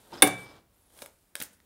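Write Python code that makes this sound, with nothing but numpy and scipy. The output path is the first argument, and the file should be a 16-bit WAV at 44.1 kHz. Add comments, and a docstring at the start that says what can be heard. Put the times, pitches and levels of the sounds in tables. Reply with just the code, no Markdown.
"""In a small kitchen an egg is knocked once on the rim of a steel bowl that stands on a wooden table.
Filtered bursts make the shell's crunch and the thud; decaying sines make the bowl's clink and the table's thump.
The egg rubs and squeaks off the rim, then thumbs press until the shell crackles, snaps and comes apart:
random grains for rubbing and crackle, short bursts for snaps, narrow gliding noise for squeaks.
Fingers scuff the bowl, diffuse echo follows the egg's sounds, and quiet room noise lies under it all."""
import sys
import numpy as np
from scipy import signal
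from scipy.fft import rfft, irfft, next_fast_len
from scipy.io import wavfile

SR = 44100
rng = np.random.default_rng(int(sys.argv[2]) if len(sys.argv) > 2 else 0)


def log_audio(samples):
    """Write samples as a 16-bit WAV file to the path given in sys.argv[1]."""
    # one column per channel
    frames = np.atleast_2d(samples).T
    # limit to full scale, then quantise
    limited = np.clip(frames, -1, 1)
    pcm = np.round(limited * 32767).astype(np.int16)
    wavfile.write(sys.argv[1], SR, pcm)


N = 72765
TIME = np.arange(N) / SR
KNOCK_S, BOWL_RISE_S = 0.2218, 0.0011


def from_db(db):
    """Decibels to gain."""
    return 10 ** (np.asarray(db) / 20)


def rms_one(x):
    """Scale to an rms of 1."""
    return x / np.sqrt(np.mean(x ** 2) + 1e-20)


def in_time(rows):
    """Draw each column of a time curve as straight lines, one value per sample."""
    points_s, *columns = np.transpose(rows)
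    return [np.interp(TIME, points_s, column) for column in columns]


def at_hz(rows, hz):
    """Read each column of a spectrum at the given frequencies, on a log frequency axis."""
    points_hz, *columns = np.transpose(rows)
    return [np.interp(np.log(hz + 1), np.log(points_hz), column) for column in columns]


def colour(x, spectrum):
    """Causal minimum-phase filter with the given spectrum; white noise keeps its level."""
    size = 2 * next_fast_len(N)
    db, = at_hz(spectrum, np.arange(size // 2 + 1) * SR / size)
    cepstrum = irfft(np.log(rms_one(from_db(db))))
    # folding the cepstrum onto positive time makes the filter causal
    index = np.arange(size)
    fold = 1 + np.sign(size // 2 - index) * (index > 0)
    response = np.exp(rfft(cepstrum * fold))
    return irfft(rfft(x, size) * response)[:N]


def shelf(x, hz, db, side):
    """Lift or lower everything on one side of a frequency with a second-order shelf."""
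    gain = from_db(db / 2)
    w = 2 * np.tan(np.pi * min(hz, SR / 2 - 1) / SR)
    b = np.array([1, w * np.sqrt(2 * gain), w * w * gain])
    a = np.array([1, w * np.sqrt(2 / gain), w * w / gain])
    if side == "high":
        b, a = a * gain ** 2, b
    return signal.lfilter(*signal.bilinear(b, a), x + 1e-18)


def peak(x, hz, db, q):
    """Lift a band around one frequency by adding its resonance."""
    resonance = signal.lfilter(*signal.iirpeak(min(hz, SR / 2 - 1), max(q, 1), fs=SR), x + 1e-18)
    return x + (from_db(db) - 1) * resonance


def blow(start_s, rise_s, t60):
    """Envelope of a blow: quick rise, exponential fall."""
    age = np.maximum(TIME - start_s, 0)
    fall = from_db(np.maximum(-60 * age / t60, -300))
    return (1 - np.exp(-age / rise_s)) * fall


def ring(modes, start_s, rise_s):
    """Modes set ringing by a blow: sines of random phase, each with its own decay."""
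    out = np.zeros(N)
    for hz, db, t60 in modes:
        tone = np.sin(2 * np.pi * (hz * TIME + rng.random()))
        out += from_db(db) * blow(start_s, rise_s, t60) * tone
    return out


def burst(envelope):
    """A dense run of tiny fractures of random sign under an envelope."""
    return envelope * rng.choice([-1, 1], N)


def grains(per_s):
    """Random clicks of uneven size and sign; rms 1."""
    spread_db = 2.2
    sizes = from_db(spread_db * np.minimum(rng.exponential(1, N), 4))
    clicks = sizes * rng.choice([-1, 1], N)
    return rms_one(clicks * (rng.random(N) < per_s / SR))


def friction(width_hz):
    """The slow random waver of a rubbed resonance: lowpassed noise; rms 1."""
    low_pass = signal.butter(2, width_hz, fs=SR, output="sos")
    return rms_one(signal.sosfilt(low_pass, rng.standard_normal(N)))


def room_noise():
    """The quiet steady noise of the room: white noise under a fixed spectrum."""
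    # colour of the noise: f/Hz, relative level/dB per Hz
    floor_spectrum = [(20, -9), (60, 2.5), (150, -6), (600, -15.5), (2000, -23), (6000, -29),
                      (16000, -23.5)]
    return from_db(-68.5) * colour(rng.standard_normal(N), floor_spectrum)


def rubbing():
    """Hand and egg rub on table and bowl: many small dull contacts."""
    # strength of the rubbing: t/s, level/dB
    rub_curve = [(0, -63), (.1, -62), (.135, -44), (.165, -47.5), (.21, -50), (.33, -51.5), (.5, -54.5),
                 (.58, -58), (.65, -79.5), (.9, -72), (1.01, -58), (1.06, -61.5), (1.13, -84),
                 (1.65, -76.5)]
    # colour of the rubbing: f/Hz, relative level/dB
    rub_spectrum = [(40, -3.5), (130, -1.5), (380, 0), (800, -3), (1400, -6.5), (2500, -16), (3500, -9.5),
                    (4900, -18), (10000, -26.5), (16000, -37)]
    db, = in_time(rub_curve)
    return colour(from_db(db) * grains(per_s=2400), rub_spectrum)


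def table():
    """The wood answers the hand's soft bump, then the knock passed down through the bowl."""
    # modes of the hand's bump on the bowl: f/Hz, level/dB, t60/s
    bump_modes = [(346, -40.5, 0.22), (804, -34, 0.038), (930, -29, 0.039)]
    # modes of the table under the bowl: f/Hz, level/dB, t60/s
    table_modes = [(112.6, -39, .75), (138.7, -41.5, 0.84), (180, -32, 0.44), (226, -31, 0.26),
                   (291, -17, 0.22), (328.5, -27.5, .14), (377.7, -23.5, .1), (416.6, -21.5, .15),
                   (475.4, -30.5, 0.26), (514, -27.5, 0.16), (631.6, -23.5, 0.12), (747, -23, 0.29),
                   (786, -35, .28), (1150, -28, .13)]
    bump_s, bump_rise_s = 0.125, 0.0054
    lag_s, rise_s = 0.0057, 0.00052
    return ring(bump_modes, bump_s, bump_rise_s) + ring(table_modes, KNOCK_S + lag_s, rise_s)


def ringing():
    """Table and rim ring on, dying faster once the hand rests on the bowl."""
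    # mode of the rim that sings on until the hand settles: f/Hz, level/dB, t60/s
    rim_modes = [(2306, -29, 0.72)]
    hand_settles_s, damping_db_per_s = 0.43, 76
    damping = from_db(-damping_db_per_s * np.maximum(TIME - hand_settles_s, 0))
    return (table() + ring(rim_modes, KNOCK_S, BOWL_RISE_S)) * damping


def scuffs():
    """Each stroke of the fingers on the bowl's side swells and fades on one high resonance of the steel."""
    # finger strokes: middle t/s, half length/s, level/dB
    finger_strokes = [(0.139, 0.011, -52.5), (0.188, 0.016, -52), (0.477, 0.046, -60)]
    steel_hz, width_hz = 5090, 220
    swell = sum(from_db(db) * np.exp(-((TIME - s) / length) ** 2) for s, length, db in finger_strokes)
    return swell * friction(width_hz) * np.sin(2 * np.pi * steel_hz * TIME)


def snaps():
    """Each crack breaks sharply, runs on for milliseconds and rings the piece of shell that it frees."""
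    # small breaks and touches of the shell:
    # t/s, length/s, level/dB, bass lift/dB, treble lift/dB, pitch of the piece f/Hz
    shell_breaks = [(0.135, 0.0046, -58, 6, -6, 5070), (0.18, 0.0033, -48, -2, -22, 1100),
                    (0.2737, .0012, -23.5, 17, -1, 9100), (0.2755, 0.006, -34.5, 6.5, 3, 9000),
                    (0.904, 0.0015, -62.5, 10, -1, 1980), (.9897, 0.0016, -50.5, 3.5, -8, 3723),
                    (1.0196, 0.0065, -42.5, 6.5, 4, 3900), (1.0229, 0.0042, -47, 18, -14, 890),
                    (1.026, 0.007, -56, -3, 11, 5490), (1.0604, 0.0023, -43.5, -1, 5, 1150),
                    (1.3540, 0.0026, -31, -3.5, 5, 1570), (1.364, .003, -44.5, 1, 0.5, 5490),
                    (1.384, 0.0011, -60, -4, 1, 9000), (1.4017, 0.0058, -37.5, 2.5, 0, 6230),
                    (1.4151, 0.0043, -36, 6.5, -1, 2380), (1.4229, 0.0026, -37.5, -3, 8.5, 14100),
                    (1.4258, 0.0019, -38, -1.5, 5, 650), (1.4355, 0.0013, -39.5, -9, 1, 11200),
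                    (1.531, 0.0088, -67, -1, 4, 9000), (1.602, 0.0024, -58, -1, -7, 1800)]
    # colour shared by all breaks: f/Hz, relative level/dB
    shell_spectrum = [(60, -12), (240, 0), (650, 2), (1000, -4), (1430, 3), (2700, -1), (3700, 1),
                      (4400, -5), (6100, -5), (7600, -6.5), (9400, 1), (10700, -5), (13000, -4),
                      (16000, -8)]
    bass_hz, treble_hz = 820, 6650
    first_break_db, piece_peak_db, piece_q = 9.5, 7, 1.5
    out = np.zeros(N)
    for s, length, db, bass_db, treble_db, piece_hz in shell_breaks:
        fade = np.exp(-np.minimum(((TIME - s) / length) ** 2, 20))
        crack = burst((TIME >= s) * fade)
        crack[int(s * SR)] = from_db(first_break_db)
        crack = shelf(crack, bass_hz, bass_db, "low")
        crack = shelf(crack, treble_hz, treble_db, "high")
        out += from_db(db) * peak(crack, piece_hz, piece_peak_db, piece_q)
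    return colour(out, shell_spectrum)


def crackle():
    """Shell and membrane crackle finely under strain: bright random grains."""
    # strength of the crackle: t/s, level/dB
    strain_curve = [(.25, -65), (.42, -58.5), (.48, -71.5), (.68, -82.5), (.75, -73.5), (.88, -72),
                    (.99, -55), (1.03, -54.5), (1.11, -69.5), (1.348, -77.5), (1.357, -49.5),
                    (1.385, -52.5), (1.435, -44), (1.49, -69.5), (1.54, -64.5), (1.58, -75), (1.65, -75)]
    # colour of the crackle: f/Hz, relative level/dB per Hz
    crackle_spectrum = [(300, -4.5), (1500, -8), (3500, -4.5), (6500, -5.5), (8800, 1.5), (12000, -0.5),
                        (16000, -9)]
    db, = in_time(strain_curve)
    return colour(from_db(db) * grains(per_s=2600), crackle_spectrum)


def knock():
    """The egg hits the rim: fracture bursts crunch and thud, and the bowl's modes clink."""
    # shell giving way on the rim: f/Hz, relative level/dB per Hz
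    crunch_spectrum = [(200, -8), (900, 1), (2800, -1), (4300, -6.5), (6300, -14.5), (7700, -6), (9300, 4),
                       (11500, -8), (14500, -3.5), (16000, -10)]
    # dull blow that goes with it: f/Hz, relative level/dB per Hz
    thud_spectrum = [(25, -40.5), (60, -19), (150, -10.5), (350, -1.5), (800, -5), (1600, -8),
                     (3000, -16.5), (8000, -41.5)]
    # short modes of the bowl, damped by the egg on its rim: f/Hz, level/dB, t60/s
    bowl_modes = [(1592, -12, 0.061), (2176, -11, 0.065), (2920, -20, 0.07), (3585, -1, .024),
                  (3660, -33, .21), (4660, -27, 0.063), (8750, -9.5, .022), (9170, -1.5, .024),
                  (9980, -7, 0.054), (10080, -5.5, 0.015), (10700, -7.5, 0.033)]
    crunch_envelope = blow(KNOCK_S, rise_s=0.00015, t60=0.042)
    crunch = from_db(-4.5) * colour(burst(crunch_envelope), crunch_spectrum)
    thud_envelope = blow(KNOCK_S, rise_s=0.0019, t60=0.08)
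    thud = from_db(-14) * colour(burst(thud_envelope), thud_spectrum)
    low_cut = signal.butter(2, 100, "high", fs=SR, output="sos")
    return signal.sosfilt(low_cut, crunch + thud) + ring(bowl_modes, KNOCK_S, BOWL_RISE_S)


def squeak(curve, width_hz):
    """Thin friction noise: a slow random waver carried on a tone that glides in pitch."""
    hz, db = in_time(curve)
    sounding = (TIME > curve[0][0]) * (TIME < curve[-1][0])
    tone = np.sin(2 * np.pi * np.cumsum(hz) / SR)
    return sounding * from_db(db) * friction(width_hz) * tone


def rim_squeak():
    """The egg squeaks thinly as it slides off the rim, at a nearly steady pitch."""
    # glide of the squeak: t/s, f/Hz, level/dB
    rim_glide = [(.35, 8560, -83), (.41, 8550, -55.5), (.45, 8650, -61), (.52, 8600, -84)]
    return squeak(rim_glide, width_hz=62)


def shell_squeak():
    """The pressed shell squeaks as friction sweeps its pitch up, then down."""
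    # glide of the squeak: t/s, f/Hz, level/dB
    shell_glide = [(.72, 9480, -90), (.745, 9900, -70), (.775, 12220, -72), (.83, 10890, -74),
                   (.88, 10150, -67), (.95, 9080, -82.5)]
    return squeak(shell_glide, width_hz=130)


def kitchen(x):
    """Diffuse echo: bands of noise that each die at their own rate, convolved with the sound."""
    # echo of the kitchen: f/Hz, level against the direct sound/dB, t60/s
    room_bands = [(101, -6, .6), (298, -11.5, 0.59), (650, -3.5, 0.27), (1560, -9.5, 0.37),
                  (3570, -16.5, 0.3), (6750, -5.5, 0.24), (9500, -21.5, .24), (14900, -12.5, 0.13)]
    edges_hz = np.geomspace(40, 18000, 15)
    response = np.zeros(N)
    for low, high in zip(edges_hz, edges_hz[1:]):
        db, t60 = at_hz(room_bands, np.sqrt(low * high))
        band_pass = signal.butter(2, [low, high], "band", fs=SR, output="sos")
        band = signal.sosfilt(band_pass, rng.standard_normal(N))
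        tail = rms_one(band * blow(0, rise_s=0.0073, t60=t60))
        # the band's share of the whole spectrum sets its energy
        response += from_db(db) * tail * np.sqrt(2 * (high - low) / SR / N)
    return signal.fftconvolve(x, response)[:N]


def scene():
    """Knock, cracks, rubbing and squeaks echo; table, rim and scuffs join dry over room noise."""
    direct = rubbing() + snaps() + knock() + crackle() + rim_squeak() + shell_squeak()
    mix = room_noise() + direct + kitchen(direct) + ringing() + scuffs()
    return mix[None]


def record(dry):
    """The knock overloads the microphone, a soft tanh curve; the deepest rumble and the top are cut."""
    overload = 1  # full scale of the soft limit
    rumble_cut = signal.butter(2, 36, "high", fs=SR, output="sos")
    top_cut = signal.cheby2(24, 75, 16150, fs=SR, output="sos")
    limited = overload * np.tanh(dry / overload)
    return signal.sosfilt(top_cut, signal.sosfilt(rumble_cut, limited))


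dry = scene()
out = record(dry)
log_audio(out)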